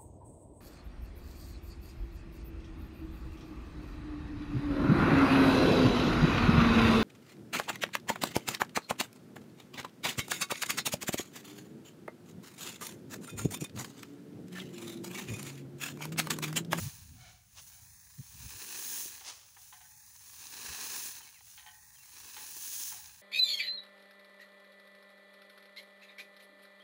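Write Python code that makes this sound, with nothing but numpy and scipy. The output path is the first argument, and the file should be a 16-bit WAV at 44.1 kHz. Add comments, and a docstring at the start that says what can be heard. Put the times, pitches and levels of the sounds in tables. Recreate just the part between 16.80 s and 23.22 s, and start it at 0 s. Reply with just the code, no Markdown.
"""Winnowing rice in an open field

A steel scoop digs into the heap and throws the grain up, about every two seconds. Each throw comes
down as a swelling shower, heavy kernels pattering and light husks hissing, brighter towards its end.
The empty scoop knocks and rings, grain crunches on the heap and a far bird chirps faintly.
Wind bumps the microphone, mostly at first."""
import sys
import numpy as np
from scipy import signal
from scipy.fft import rfft, irfft, next_fast_len
from scipy.io import wavfile
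from scipy.ndimage import map_coordinates

SR = 44100
rng = np.random.default_rng(int(sys.argv[2]) if len(sys.argv) > 2 else 0)


def bounce(signal):
    """Save signal as a 16-bit WAV file at the path given by the first command-line argument."""
    frames = np.transpose(np.atleast_2d(signal))
    limited = np.clip(frames, -1, 1)
    pcm = np.round(limited * 32767).astype(np.int16)
    wavfile.write(sys.argv[1], SR, pcm)


N = 282986
TIME = np.arange(N) / SR

# Throws of the scoop: t/s, swish level/dB, flight to the husk peak/s, husk level/dB, husk rise/(dB/s),
# kernel level/dB, flight to the thick patter/s, length of the thick patter/s
THROWS = [(-1.5, -56, 1.49, -40.7, 23, -52.5, 1.15, .3), (.74, -54.5, 1.485, -39, 26, -51.5, 1.13, .33),
          (2.74, -55.3, 1.525, -40.6, 20, -47.3, 1.19, .22), (4.6, -55.3, 1.48, -39.2, 25, -57.3, .87, .67)]


def shower(full_db=-48, thud_db=-13, patter_db=2.6, hiss_db=2.8, clump_db=1.5):
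    """Kernels patter and husks hiss in clumps, denser as the fall swells; the thick of it thuds."""
    # Spectra of kernels landing, the heap thudding and husks landing: f/Hz, level/dB
    patter_spectrum = [(620, -16), (770, -5), (950, -2), (1120, -2), (1330, -9.5), (1700, 2), (2100, -7.5),
                       (2570, 2), (3200, -8), (3650, -6), (4070, 2), (4600, -4), (5400, -1)]
    thud_spectrum = [(110, -12), (200, -3), (320, 0), (450, -2), (590, -13), (900, -24)]
    hiss_spectrum = [(2000, -21.5), (3300, -11), (4200, -12), (5300, -8), (6400, 0.5), (7800, -9),
                     (8500, -9), (9800, -2), (11500, -11), (13700, -16), (14700, -1), (15700, 1)]
    kernel_db, husk_db = falling_grain()
    flow = from_db(kernel_db - full_db)
    clumps = clump_db * drift(35)
    force = from_db(kernel_db + clumps)
    kernels = grains(1100 + 3000 * flow, spread_db=3.6) * force
    patter = from_db(patter_db) * colour(kernels, patter_spectrum)
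    # only a thick fall shakes the heap, and the thickest cushions itself
    weight = np.minimum(flow / .5, 1) / np.maximum(flow, .5) ** .35
    heavy_hits = grains(500 + 1200 * flow, spread_db=4.5) * force * weight
    thud = from_db(thud_db) * colour(heavy_hits, thud_spectrum)
    husks = grains(9000 + 22000 * flow, spread_db=2.0) * from_db(husk_db + .5 * clumps)
    hiss = from_db(hiss_db) * colour(husks, hiss_spectrum)
    return ground_echo(patter + hiss) + thud


def falling_grain(stragglers_db=-13.2, swish_kernels_db=-12):
    """Kernel and husk envelopes in dB: a load swishes off the blade, kernels land first, husks after."""
    kernel_power = husk_power = 1e-12
    for s, swish_db, husk_flight, husk_db, husk_rise, kernel_db, kernel_flight, thick in THROWS:
        peak = s + husk_flight
        swish = from_db(swish_db) * envelope(s + .08, rise=110, fall=15)
        cloud = from_db(husk_db) * envelope(peak, rise=husk_rise, fall=102, hold=.1)
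        stragglers = from_db(husk_db + stragglers_db) * envelope(peak, rise=husk_rise, fall=22.5)
        landing = from_db(kernel_db) * envelope(s + kernel_flight + thick, rise=35, fall=48, hold=thick)
        husk_power += swish ** 2 + cloud ** 2 + stragglers ** 2
        kernel_power += (from_db(swish_kernels_db) * swish) ** 2 + landing ** 2
    return 10 * np.log10(kernel_power), 10 * np.log10(husk_power)


def ground_echo(x):
    """The cloud reflects off the ground; as it sinks the echo closes in and the hiss sweeps upward."""
    starts = np.array(THROWS)[:, 0]
    age = TIME - starts[np.searchsorted(starts, TIME, side="right") - 1]
    delay_s = .0015 * np.exp(-age / 1.45)
    share = .42 * np.exp(-age / .75)  # the echo fades as the cloud spreads
    echo = map_coordinates(x, [(TIME - delay_s) * SR], order=3)
    return (x + share * echo) / np.sqrt(1 + share ** 2)


def hollow_rustle(x, depth=.95):
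    """Around the top of each flight the rustle turns hollow near 3 kHz, while a soft band lower down, near 1.9
    kHz, stands out."""
    aloft = sum(swell(s + .44, .14) for s, *_ in THROWS)
    rasp = band(x, hz=1900, width_hz=350)
    hollow = band(x, hz=2900, width_hz=1400)
    return x + depth * aloft * (rasp - hollow)


def kernel_ticks(strike_db=3, skitter_db=-9):
    """A near kernel strikes once and skitters briefly."""
    # Single kernels landing close by: t/s, level/dB
    landings = [(2.26, -29), (2.449, -35), (3.363, -39), (3.669, -31), (4.238, -30), (5.666, -34),
                (6.036, -29), (6.259, -35)]
    clicks, span = np.zeros(N), SR // 100
    decay = np.exp(-TIME[:span] / .002)
    for s, db in landings:
        at = int(s * SR)
        clicks[at:at + span] += from_db(db + skitter_db) * rng.standard_normal(span) * decay
        clicks[at] += from_db(db + strike_db)
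    return colour(clicks, [(400, -14), (2000, -4), (4200, 6.5), (6500, 14), (9000, -22), (15000, -30)])


def lump_thump(at_s=2.2585, level_db=-42):
    """A heavy lump lands at the end of the first full shower and is damped at once."""
    impact = from_db(level_db) * signal.unit_impulse(N, int(at_s * SR))
    return ring(impact, hz=370, t60=.02)


def scoop_knocks(blade_db=-35, pivot_hz=1500):
    """Each knock is a quickly dying rattle of contacts that sets the steel blade ringing."""
    # Knocks of the scoop: t/s, level/dB, ring level/dB, rattle decay/s, tilt/(dB/octave)
    knocks = [(2.408, -46.5, -10, 0.0071, -5.5), (2.765, -49.5, -14, 0.01, -6),
              (2.924, -52.5, -3, 0.021, -1), (3.005, -59.5, -2, 0.044, 0.5),
              (4.404, -51, -16, 0.0077, -7.5), (4.605, -53, -20, 0.0055, -4.5),
              (4.776, -52.3, -3.5, 0.04, 1.5), (4.861, -54.5, 3, 0.032, 1.5), (5.566, -42.5, -7, 0.018, -1),
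              (6.119, -51, -5, 0.023, -4.5)]
    # Spectrum of the contact: f/Hz, level/dB
    spectrum = [(450, -12), (650, -22), (780, 4), (1050, 2.5), (1300, -1), (1850, 5.5), (2700, 0),
                (3100, 6.5), (3500, 1), (4500, -2), (8000, -68)]
    # Modes of the blade: f/Hz, level/dB, t60/s
    modes = [(740, -2, .4), (855, 0, .9), (1035, -4, .6), (1530, -6, .5), (1775, -5, .6), (1872, -2.5, 1.1),
             (2440, -9, .25), (2990, -5, .28), (3150, -2, .24)]
    contacts = grains(4000, spread_db=5)
    out, kicks = np.zeros(N), np.zeros((len(modes), N))
    octaves = np.log2(np.array(modes)[:, 0] / pivot_hz)
    for s, db, ring_db, decay_s, tilt in knocks:
        attack = np.clip((TIME - s) / .003, 0, 1)
        decay = np.exp(-np.clip((TIME - s) / decay_s, 0, 50))
        blow = contacts * from_db(db) * attack * decay
        out += colour(blow, [(hz, level + tilt * np.log2(hz / pivot_hz)) for hz, level in spectrum])
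        # the blade takes up the energy of the whole blow
        signs = rng.choice([-1, 1], len(modes))
        kicks[:, int(s * SR)] = np.linalg.norm(blow) * from_db(ring_db + tilt * octaves) * signs
    for kick, (hz, level, t60) in zip(kicks, modes):
        shudder = .8 + .6 * drift(30)  # the ring wavers as the scoop is swung
        out += from_db(level + blade_db) * ring(kick, hz, t60) * shudder
    return out


def heap_crunch():
    """Packed kernels slip over one another as grain is shoved or dumped on the heap."""
    # Shoves: t/s, level/dB, width/s
    shoves = [(0.05, -52, 0.051), (0.47, -61, 0.075), (0.785, -51.3, 0.017), (2.487, -46, 0.023),
              (2.52, -56.5, .11)]
    # Spectrum of the crunch: f/Hz, level/dB
    spectrum = [(150, -18.5), (500, -4.5), (650, -3), (1100, 2), (1400, -3), (2900, 2), (4100, 2),
                (6400, 5.5), (8000, -5), (10000, -4.5), (12500, -20), (15500, -38)]
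    return rub(shoves, spectrum)


def blade_scrape():
    """The blade rubs through the grain as it digs in."""
    # Strokes of the blade: t/s, level/dB, width/s
    strokes = [(.445, -60, 0.05), (.56, -72, .07), (.97, -68.5, 0.05)]
    # Spectrum of the scraping steel: f/Hz, level/dB
    spectrum = [(560, -15), (670, 3), (740, 9), (880, -6), (1100, -16), (1450, 3), (1600, -4), (1750, 0),
                (2000, -20), (2240, 8), (2650, -18), (3040, 2), (3300, -14), (4150, 1), (4600, -16)]
    return rub(strokes, spectrum)


def wind(calm_db=-73, churn_db=-9):
    """Gusts rumble on the microphone; a buffet swings the pressure unevenly and churns higher up."""
    # Slow gusts: t/s, level/dB, width/s
    gusts = [(.31, -55, .17), (.95, -65, .3), (1.62, -55.5, .09), (3.75, -72, .25), (6.25, -70.5, .2)]
    # Sudden buffets: t/s, level/dB, width/s, f/Hz
    buffets = [(0.029, -33, 0.014, 90), (0.071, -33, 0.0092, 150), (.34, -60, .04, 220),
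               (1.029, -55, .006, 96), (1.401, -36, 0.009, 130), (1.554, -47.5, 0.0062, 79),
               (1.653, -46, 0.019, 79.4), (1.755, -51, .012, 100), (3.908, -52, 0.019, 83)]
    # Spectra of the rumble and of the churning air: f/Hz, level/dB
    rumble_spectrum = [(25, -30), (48, -2.5), (70, 3), (105, 1.5), (150, -4), (210, -15), (350, -30.5),
                       (700, -43)]
    churn_spectrum = [(40, -12), (80, 1.5), (155, -2), (220, -5.5), (330, -21), (600, -46)]
    gust_power = sum((from_db(db) * swell(s, width)) ** 2 for s, db, width in gusts)
    breeze = np.sqrt(from_db(calm_db) ** 2 + gust_power)
    out = colour(rng.standard_normal(N), rumble_spectrum) * breeze
    eddy_time = np.cumsum(1 + .2 * drift(70)) / SR
    churn = from_db(churn_db) * colour(rng.standard_normal(N), churn_spectrum)
    for s, db, width, hz in buffets:
        out += from_db(db) * swell(s, width) * (np.sin(2 * np.pi * hz * eddy_time) + churn)
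    return out


def bird(waver=.017, flutter_db=3):
    """Thin whistles that slide down, made unsteady by the distance."""
    # Chirps: t/s, length/s, start f/Hz, end f/Hz, level/dB
    chirps = [(4.405, .05, 3340, 2880, -56.5), (4.44, .065, 2320, 2180, -62), (4.515, .09, 2900, 2380, -64),
              (4.54, .06, 2450, 1750, -64), (5.155, .025, 3300, 2950, -63), (5.17, .07, 2740, 2650, -64),
              (5.22, .05, 2260, 2100, -64)]
    out = np.zeros(N)
    wobble = 1 + waver * drift(150)
    flutter = from_db(flutter_db * drift(90))
    for s, length, start_hz, end_hz, db in chirps:
        along = np.linspace(0, 1, int(length * SR))
        span = slice(int(s * SR), int(s * SR) + len(along))
        hz = start_hz * (end_hz / start_hz) ** along * wobble[span]
        out[span] += from_db(db) * np.sin(np.pi * along) * np.sin(2 * np.pi * np.cumsum(hz) / SR)
    return out * flutter


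def field(level_db=-75):
    """The steady far hush of open country."""
    # Spectrum of the hush: f/Hz, level/dB
    spectrum = [(30, 1), (80, 2.5), (150, 4), (280, -8), (550, -10), (780, -8), (1300, -4), (1900, -5),
                (2700, -7), (6000, -8)]
    return from_db(level_db) * colour(rng.standard_normal(N), spectrum)


def rub(strokes, spectrum):
    """Friction: short rushes of tiny slips."""
    push = sum(from_db(db) * swell(s, width) for s, db, width in strokes)
    return colour(push * grains(8000, spread_db=3.8), spectrum)


def grains(per_s, spread_db):
    """Random impacts of uneven size; the power is 1 however dense they are."""
    chance = np.clip(per_s / SR, 1e-4, 1)
    sizes = from_db(spread_db * np.minimum(rng.exponential(1, N), 4))
    signs = rng.choice([-1, 1], N)
    hits = rng.random(N) < chance
    return rms_one(sizes * signs * hits / np.sqrt(chance))


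def colour(x, spectrum):
    """Minimum-phase EQ of unit power gain; past the (f/Hz, level/dB) points it falls 12 dB an octave."""
    size = 2 * next_fast_len(N // 2 + SR // 10)
    octave = np.log2(np.maximum(np.arange(size // 2 + 1) * SR / size, 10))
    hz, db = np.transpose(spectrum)
    outside = np.abs(octave - np.clip(octave, np.log2(hz[0]), np.log2(hz[-1])))
    gain = rms_one(from_db(np.interp(octave, np.log2(hz), db) - 12 * outside))
    cepstrum = irfft(np.log(gain))
    cepstrum[1:size // 2] *= 2
    cepstrum[size // 2 + 1:] = 0
    return irfft(rfft(x, size) * np.exp(rfft(cepstrum)))[:N]


def ring(x, hz, t60):
    """One decaying mode."""
    r, w = from_db(-60 / (t60 * SR)), 2 * np.pi * hz / SR
    return signal.lfilter([0, np.sin(w)], [1, -2 * r * np.cos(w), r * r], x + 1e-18)


def band(x, hz, width_hz):
    """A resonant band-pass with a gain of 1 at its centre."""
    r, w = np.exp(-np.pi * width_hz / SR), 2 * np.pi * hz / SR
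    return signal.lfilter(np.array([1, 0, -1]) * (1 - r * r) / 2, [1, -(1 + r * r) * np.cos(w), r * r], x)


def envelope(end, rise, fall, hold=0):
    """Gain that rises, stays at 1 for hold seconds up to end, then falls; slopes in dB/s."""
    return from_db(-rise * np.maximum(end - hold - TIME, 0) - fall * np.maximum(TIME - end, 0))


def swell(s, width):
    """A bell-shaped rise and fall centred on s."""
    return np.exp(-.5 * np.minimum(((TIME - s) / width) ** 2, 100))


def drift(hz):
    """Smooth random modulation with a spread of 1."""
    r = np.exp(-80 * np.pi * hz / SR)
    slow = signal.lfilter([1], [1, -2 * r, r * r], rng.standard_normal(N // 40 + 2002))[2000:]
    return np.interp(np.arange(N) / 40, np.arange(len(slow)), rms_one(slow))


def from_db(db):
    return 10 ** (np.asarray(db) / 20)


def rms_one(x):
    return x / np.sqrt(np.mean(x ** 2) + 1e-20)


def scene():
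    """A mono mix in the open air, with no room."""
    grain = hollow_rustle(shower() + field()) + kernel_ticks() + lump_thump() + heap_crunch()
    scoop = scoop_knocks() + blade_scrape()
    return (grain + scoop + bird() + wind())[None]


def record(dry):
    """A steep low-pass cuts the very top."""
    cutoff_hz = 15750
    return signal.sosfilt(signal.ellip(12, .2, 70, cutoff_hz, fs=SR, output="sos"), dry)


dry = scene()
out = record(dry)
bounce(out)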